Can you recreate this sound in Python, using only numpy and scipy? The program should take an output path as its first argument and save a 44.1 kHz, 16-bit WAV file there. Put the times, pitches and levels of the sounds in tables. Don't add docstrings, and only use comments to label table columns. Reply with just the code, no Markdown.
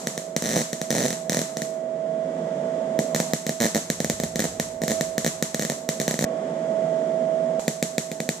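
import sys
import numpy as np
from scipy import signal
from scipy.fft import rfft, irfft
from scipy.io import wavfile
from scipy.ndimage import uniform_filter1d

SR = 44100
rng = np.random.default_rng(int(sys.argv[2]) if len(sys.argv) > 2 else 0)


def generate_wav(sig):
    pcm = np.round(np.clip(np.atleast_2d(sig).T, -1, 1) * 32767).astype(np.int16)
    wavfile.write(sys.argv[1], SR, pcm)


N = 370440
TIME = np.arange(N) / SR
FAN_ALONE_START_S, FAN_ALONE_END_S = 6.249, 7.596

# pitch_hz, relative_level_db (per Hz)
CRACK_COLOUR = [(300,-24), (1300,-14.5), (1820,-2.5), (2250,-12), (2700,-23.5), (3400,-15.5), (4100,-8),
                (4750,-20), (6000,-7), (7800,-13), (8500,-15.5), (11300,-25.5), (14000,-18), (16000,-24)]
# pitch_hz, relative_level_db (per Hz)
SHED_COLOUR = [(50,-19.5), (110,-13.5), (165,22.5), (280,6.5), (500,8.5), (900,6.5), (1400,-1.5),
               (1850,-1.5), (2700,-8.5), (4100,-2.5), (4900,-5), (6300,2), (7800,4), (8400,-4.5),
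               (11500,-11), (15000,-23)]


def undb(db):
    return 10 ** (np.asarray(db) / 20)


def unit(x):
    return x / np.sqrt(np.mean(x ** 2))


def colour(x, spectrum):
    size = 4096
    hz, db = np.transpose(spectrum)
    bins = np.log(np.fft.rfftfreq(size, 1 / SR) + 1)
    gain = undb(np.interp(bins, np.log(hz), db))
    cepstrum = irfft(np.log(gain))[:size // 2]
    cepstrum[1:] *= 2
    response = irfft(np.exp(rfft(cepstrum, size)))
    return signal.oaconvolve(np.atleast_2d(x), response[None], axes=1)[:, :x.shape[-1]]


def stereo_noise(size, apart_hz=1100):
    mid, side = rfft(rng.standard_normal((2, size)))
    alike = np.exp(-(np.fft.rfftfreq(size, 1 / SR) / apart_hz) ** 2) ** .5
    mid = mid * np.sqrt(1 + alike)
    side = side * np.sqrt(1 - alike)
    return unit(irfft([mid + side, mid - side], size))


def walk(rate):
    k = int(SR / rate)
    steps = np.repeat(rng.standard_normal(N // k + 1), k)
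    return unit(uniform_filter1d(steps, k)[:N])


def strike(times, gains, shapes):
    out = np.zeros((shapes.shape[1], N + shapes.shape[2]))
    for s, gain, shape in zip(times, gains, shapes):
        i = int(np.clip(s * SR, 0, N))
        out[:, i:i + shape.shape[1]] += gain * shape
    return out[:, :N]


def floor_bounce(x, lag_s, share):
    late = np.array([np.interp(TIME - lag_s, TIME, row, left=0) for row in x])
    return x + share * late


def fan(air_db=-33, waver_db=2.07, wander_hz=0.082, case_width_hz=9):
    shaft_hz = 92.57
    # multiple_of_shaft_rate, level_db (rms)
    fan_orders = [(4,-47), (5,-48), (7,-30), (11,-61.5), (12,-56.5), (21,-61.5)]
    # pitch_hz, level_db (rms)
    case_modes = [(166,-46), (240,-46.5), (490,-53), (548,-47.5), (578,-48.5), (715,-51.5), (884,-54.5),
                  (8586,-79)]
    # pitch_hz, relative_level_db (per Hz)
    air_colour = [(30,-40.5), (90,-39.5), (122,-28), (148,-3.5), (250,-0.5), (310,-7), (560,-3.5), (700,-8),
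                  (800,-17.5), (1400,-21.5), (2000,-24.5), (2650,-32.5), (3300,-29), (4200,-37), (7300,-32),
                  (9300,-42.5), (14000,-63.5)]

    turns = np.cumsum(shaft_hz + wander_hz / 7 * walk(4.2)) / SR
    blades = 0
    for order, db in fan_orders:
        tone = np.sin(2 * np.pi * (order * turns + rng.random()))
        blades = blades + undb(db + waver_db * walk(3.9)) * tone
    case = 0
    for hz, db in case_modes:
        envelope = walk(case_width_hz) + 1j * walk(case_width_hz)
        case = case + undb(db) * np.real(envelope * np.exp(2j * np.pi * hz * TIME))
    air = unit(colour(stereo_noise(N), air_colour)) * undb(air_db + .5 * walk(3.38))
    return np.sqrt(2) * blades + case + air


def rumble():
    # time_s, level_db (rms)
    rumble_levels = [(3.55, -64), (4.0, -36), (4.45, -39.5), (4.8, -45), (5.4, -49), (5.8, -56)]
    deep = colour(stereo_noise(N), [(20, -20), (65, 10), (110, 13), (250, -37), (900, -82)])
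    return unit(deep) * undb(np.interp(TIME, *np.transpose(rumble_levels)))


def fading_tails():
    # start_s, level_db (at the start), fade_s
    tail_events = [(0.0, -22.5, 0.1), (3.17, -25.5, 0.17), (6.089, -17, 0.047), (7.595, -22.5, 0.099)]
    fades = sum(undb(db) * (TIME >= s) * np.exp(-abs(TIME - s) / fade) for s, db, fade in tail_events)
    return fades * unit(colour(stereo_noise(N), SHED_COLOUR))


def arc_pops():
    # start_s, relative_level_db, extra_thump_db
    single_pops = [(.0712,-15.5,0), (.1775,-21.5,2), (.3643,-9.5,1.5), (.4229,-15.5,2), (.5599,-20,5),
                   (.7303,-19,2.5), (.8154,-20,2), (1.2962,-13,0.5), (1.3203,-20,5), (1.3304,-18.5,-3.5),
                   (1.57,-22.5,2), (1.6193,-23,3), (2.9904,-26,8.5), (3.1472,-17,1.5), (3.1614,-20.5,1.5),
                   (3.2015,-18,4.5), (3.3345,-10.5,3.5), (3.4663,-17,3), (3.4932,-16,5), (3.7474,-13,0),
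                   (3.901,-10,2), (4.003,-15,4.5), (4.0456,-16,4), (4.099,-12.5,3), (4.2,-20,4.5),
                   (4.2355,-20,5.5), (4.2407,-27.5,5), (4.358,-20,3.5), (4.3934,-17.5,2), (4.403,-17,1.5),
                   (4.4216,-24.5,1), (4.4413,-20,3), (4.453,-25,8), (4.5984,-15,1), (4.818,-26.5,6.5),
                   (4.8363,-24,6), (4.88,-20,-0.5), (5.0097,-16.5,2), (5.1805,-16,2), (5.2464,-18,0.5),
                   (5.425,-11,1), (5.5454,-16,2), (5.595,-17,2.5), (5.65,-19.5,1), (5.699,-17.5,2),
                   (5.72,-27.5,6), (5.8897,-16,1), (6.0003,-19.5,1.5), (6.015,-23.5,4), (6.0797,-11.5,1),
                   (6.1106,-17,3), (6.1413,-20.5,5), (6.1907,-15.5,1), (7.68,-14,5.5), (7.8266,-13.5,3),
                   (7.9813,-13,2.5), (8.116,-24.5,6), (8.203,-22,5), (8.2903,-12.5,3)]
    # start_s, end_s, rate_per_s, relative_level_db, extra_thump_db
    pop_runs = [(0.4396,0.6166,118,-19.5,1.5), (0.9041,0.926,104,-18.5,-0.5), (.943,1.061,125,-22.5,3),
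                (1.083,1.129,45,-22,2), (1.346,1.4157,43,-20.5,1), (3.603,3.6643,113,-14.5,3),
                (3.756,3.776,106,-19,4.5), (4.8983,4.917,88,-21.5,2.5), (5.264,5.276,140,-18.5,1.5),
                (5.6127,5.6332,86,-21.5,1.5), (6.2096,6.241,68,-19,4.5)]
    jitter_s, scatter_db = 0.00072, 2.7

    runs = []
    for start, end, rate, db, weight in pop_runs:
        count = round((end - start) * rate) + 1
        runs += [(s, db, weight) for s in np.linspace(start, end, count)]
    runs = np.array(runs)
    runs = runs + rng.standard_normal(runs.shape) * [jitter_s, scatter_db, scatter_db]
    times, db, weight = np.vstack([single_pops, runs]).T
    return times, db, db + weight


def shed(pops, t60_s=0.49, low_t60_s=0.26, early_s=0.18, early=0.64, gap_s=0.0052, growth=0.86, echo_db=-6):
    times, crack_db, thump_db = pops
    t = TIME[:SR * 4 // 5]
    onset = 1 - np.exp(-(t / gap_s) ** 2)
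    scatter = colour(stereo_noise(len(t)), SHED_COLOUR) * onset * (1 + early * np.exp(-t / early_s))
    out = 0
    for kind, db, t60 in (("lowpass", thump_db, low_t60_s), ("highpass", crack_db, t60_s)):
        split = signal.butter(2, 900, kind, fs=SR, output="sos")
        tail = signal.sosfilt(split, scatter) * np.exp(-np.log(1000) * t / t60)
        kicks = strike(times, undb(growth * db + echo_db), np.ones((len(times), 1, 1)))
        out = out + signal.oaconvolve(kicks, tail, axes=1)[:, :N]
    return out


def sizzle(pops, fade_s=0.0072, grain_db=5, sizzle_db=-5):
    times, db, _ = pops
    t = TIME[:SR // 8]
    frying = (1 - np.exp(-t / 0.00017)) * np.exp(-t / fade_s)
    power = strike(times, undb(db + sizzle_db) ** 2, np.tile(frying ** 2, (len(times), 1, 1)))
    grains = undb(grain_db * np.repeat(rng.standard_normal(N // 20 + 1), 20)[:N])
    return np.sqrt(power) * unit(colour(stereo_noise(N, apart_hz=7160) * grains, CRACK_COLOUR))


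def thumps(pops, push_s=.0001, uneven_db=3, thump_db=46):
    # pitch_hz, relative_level_db (per Hz)
    thump_colour = [(30,-30.5), (80,-29), (115,-17), (160,3), (240,2), (360,-5.5), (520,-0.5), (680,-8.5),
                    (850,-19), (1300,-26.5), (3000,-44), (8000,-68)]
    times, _, db = pops
    lengths = push_s * undb(uneven_db * rng.standard_normal((len(times), 1, 1)))
    pushes = np.exp(-TIME[:SR // 200] / lengths)
    pushes = pushes / pushes.sum(axis=2, keepdims=True)
    kicks = strike(times, -undb(db + thump_db), pushes)
    return floor_bounce(colour(kicks, thump_colour), 0.0013, 0.13)


def cracks(pops, apart=1.0, apart_hz=8200, apart_width_hz=2000, snap_s=0.014, crack_db=42):
    # pitch_hz, relative_level_db (per Hz)
    first_colour = [(300,-27), (1300,-14), (1850,-2.5), (2250,-13), (2700,-21.5), (3400,-14.5), (4100,-8),
                    (4750,-20), (6050,-2), (7000,-16.5), (9800,-14.5), (11400,-31), (14500,-19.5),
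                    (16000,-24)]
    # pitch_hz, relative_level_db (per Hz)
    turned_colour = [(300,-28), (1300,-18), (1750,-2), (2400,-6), (2950,-23.5), (3500,-8.5), (4500,-10),
                     (5300,-18), (7300,-5.5), (9000,-18), (11500,-22.5), (14000,-19), (16000,-30)]
    first_spell_end_s, burst_s = 2.0, .0012

    times, db, _ = pops
    t = TIME[:SR // 100]
    noise = rng.standard_normal((len(times), 2, len(t))) * np.exp(-(t / burst_s) ** 2)
    mid, side = rfft(noise).transpose(1, 0, 2)
    hz = np.fft.rfftfreq(len(t), 1 / SR)
    side = side * apart * np.exp(-((hz - apart_hz) / apart_width_hz) ** 2)
    even = irfft(np.exp(1j * np.angle([mid + side, mid - side])), len(t))
    spell = np.searchsorted([first_spell_end_s, FAN_ALONE_END_S], times)[:, None]
    colours = (first_colour, CRACK_COLOUR, turned_colour)
    bursts = np.stack([np.choose(spell, [colour(port, c) for c in colours]) for port in even], axis=1)
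    bursts *= np.exp(-(t / snap_s) ** 2)
    return floor_bounce(strike(times, undb(db + crack_db), bursts), 0.00162, 0.17)


def scene():
    pops = arc_pops()
    active = (TIME < FAN_ALONE_START_S) | (TIME > FAN_ALONE_END_S)
    welding = uniform_filter1d(1. * active, size=100)
    arc = cracks(pops) + thumps(pops) + sizzle(pops) + shed(pops) + fading_tails() + rumble()
    return arc * welding + fan()


def gain_control(x, opening_db):
    duck_above_db, duck_share, recover_db_per_s = -25, 0.86, 10.5
    treble = signal.sosfilt(signal.butter(2, 1000, "highpass", fs=SR, output="sos"), x)
    level_db = 10 * np.log10(uniform_filter1d(np.mean(treble ** 2, axis=0), size=530) + 1e-12)
    demand = duck_share * np.maximum(level_db - duck_above_db, 0)
    recovered = recover_db_per_s * TIME[:len(demand)]
    duck = np.maximum.accumulate(np.maximum(demand + recovered, opening_db)) - recovered
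    return x * undb(-uniform_filter1d(duck, size=130))


def record(dry):
    # pitch_hz, left_minus_right_db, left_phase_lead_rad
    port_colour = [(200,-.5,0), (380,-2.5,-.1), (520,-6,-.25), (650,-13.8,.05), (800,-12,.5), (1050,-5,1.5),
                   (1400,-2,2.1), (1850,2,1.3), (2300,3,-.2), (3200,-1,.1), (8000,0,.1), (14000,3,0)]
    opening_duck_db, ceiling, top_hz = 11.5, .52, 15200

    hz, db, lead = np.transpose(port_colour)
    bins = np.log(np.fft.rfftfreq(N, 1 / SR) + 1)
    level = undb(np.interp(bins, np.log(hz), db) / 2)
    half = level * np.exp(.5j * np.interp(bins, np.log(hz), lead))
    ports = irfft(rfft(dry) * np.array([half, 1 / half]), N)
    cuts = (np.array([FAN_ALONE_START_S, FAN_ALONE_END_S]) * SR).astype(int)
    parts = np.split(ports, cuts, axis=1)
    openings_db = (opening_duck_db, 0, opening_duck_db)
    ducked = np.hstack([gain_control(part, opening) for part, opening in zip(parts, openings_db)])
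    rounded = ducked / (1 + (ducked / ceiling) ** 4) ** (1 / 4)
    return signal.sosfilt(signal.ellip(8, .2, 70, top_hz, fs=SR, output="sos"), rounded)


dry = scene()
out = record(dry)
generate_wav(out)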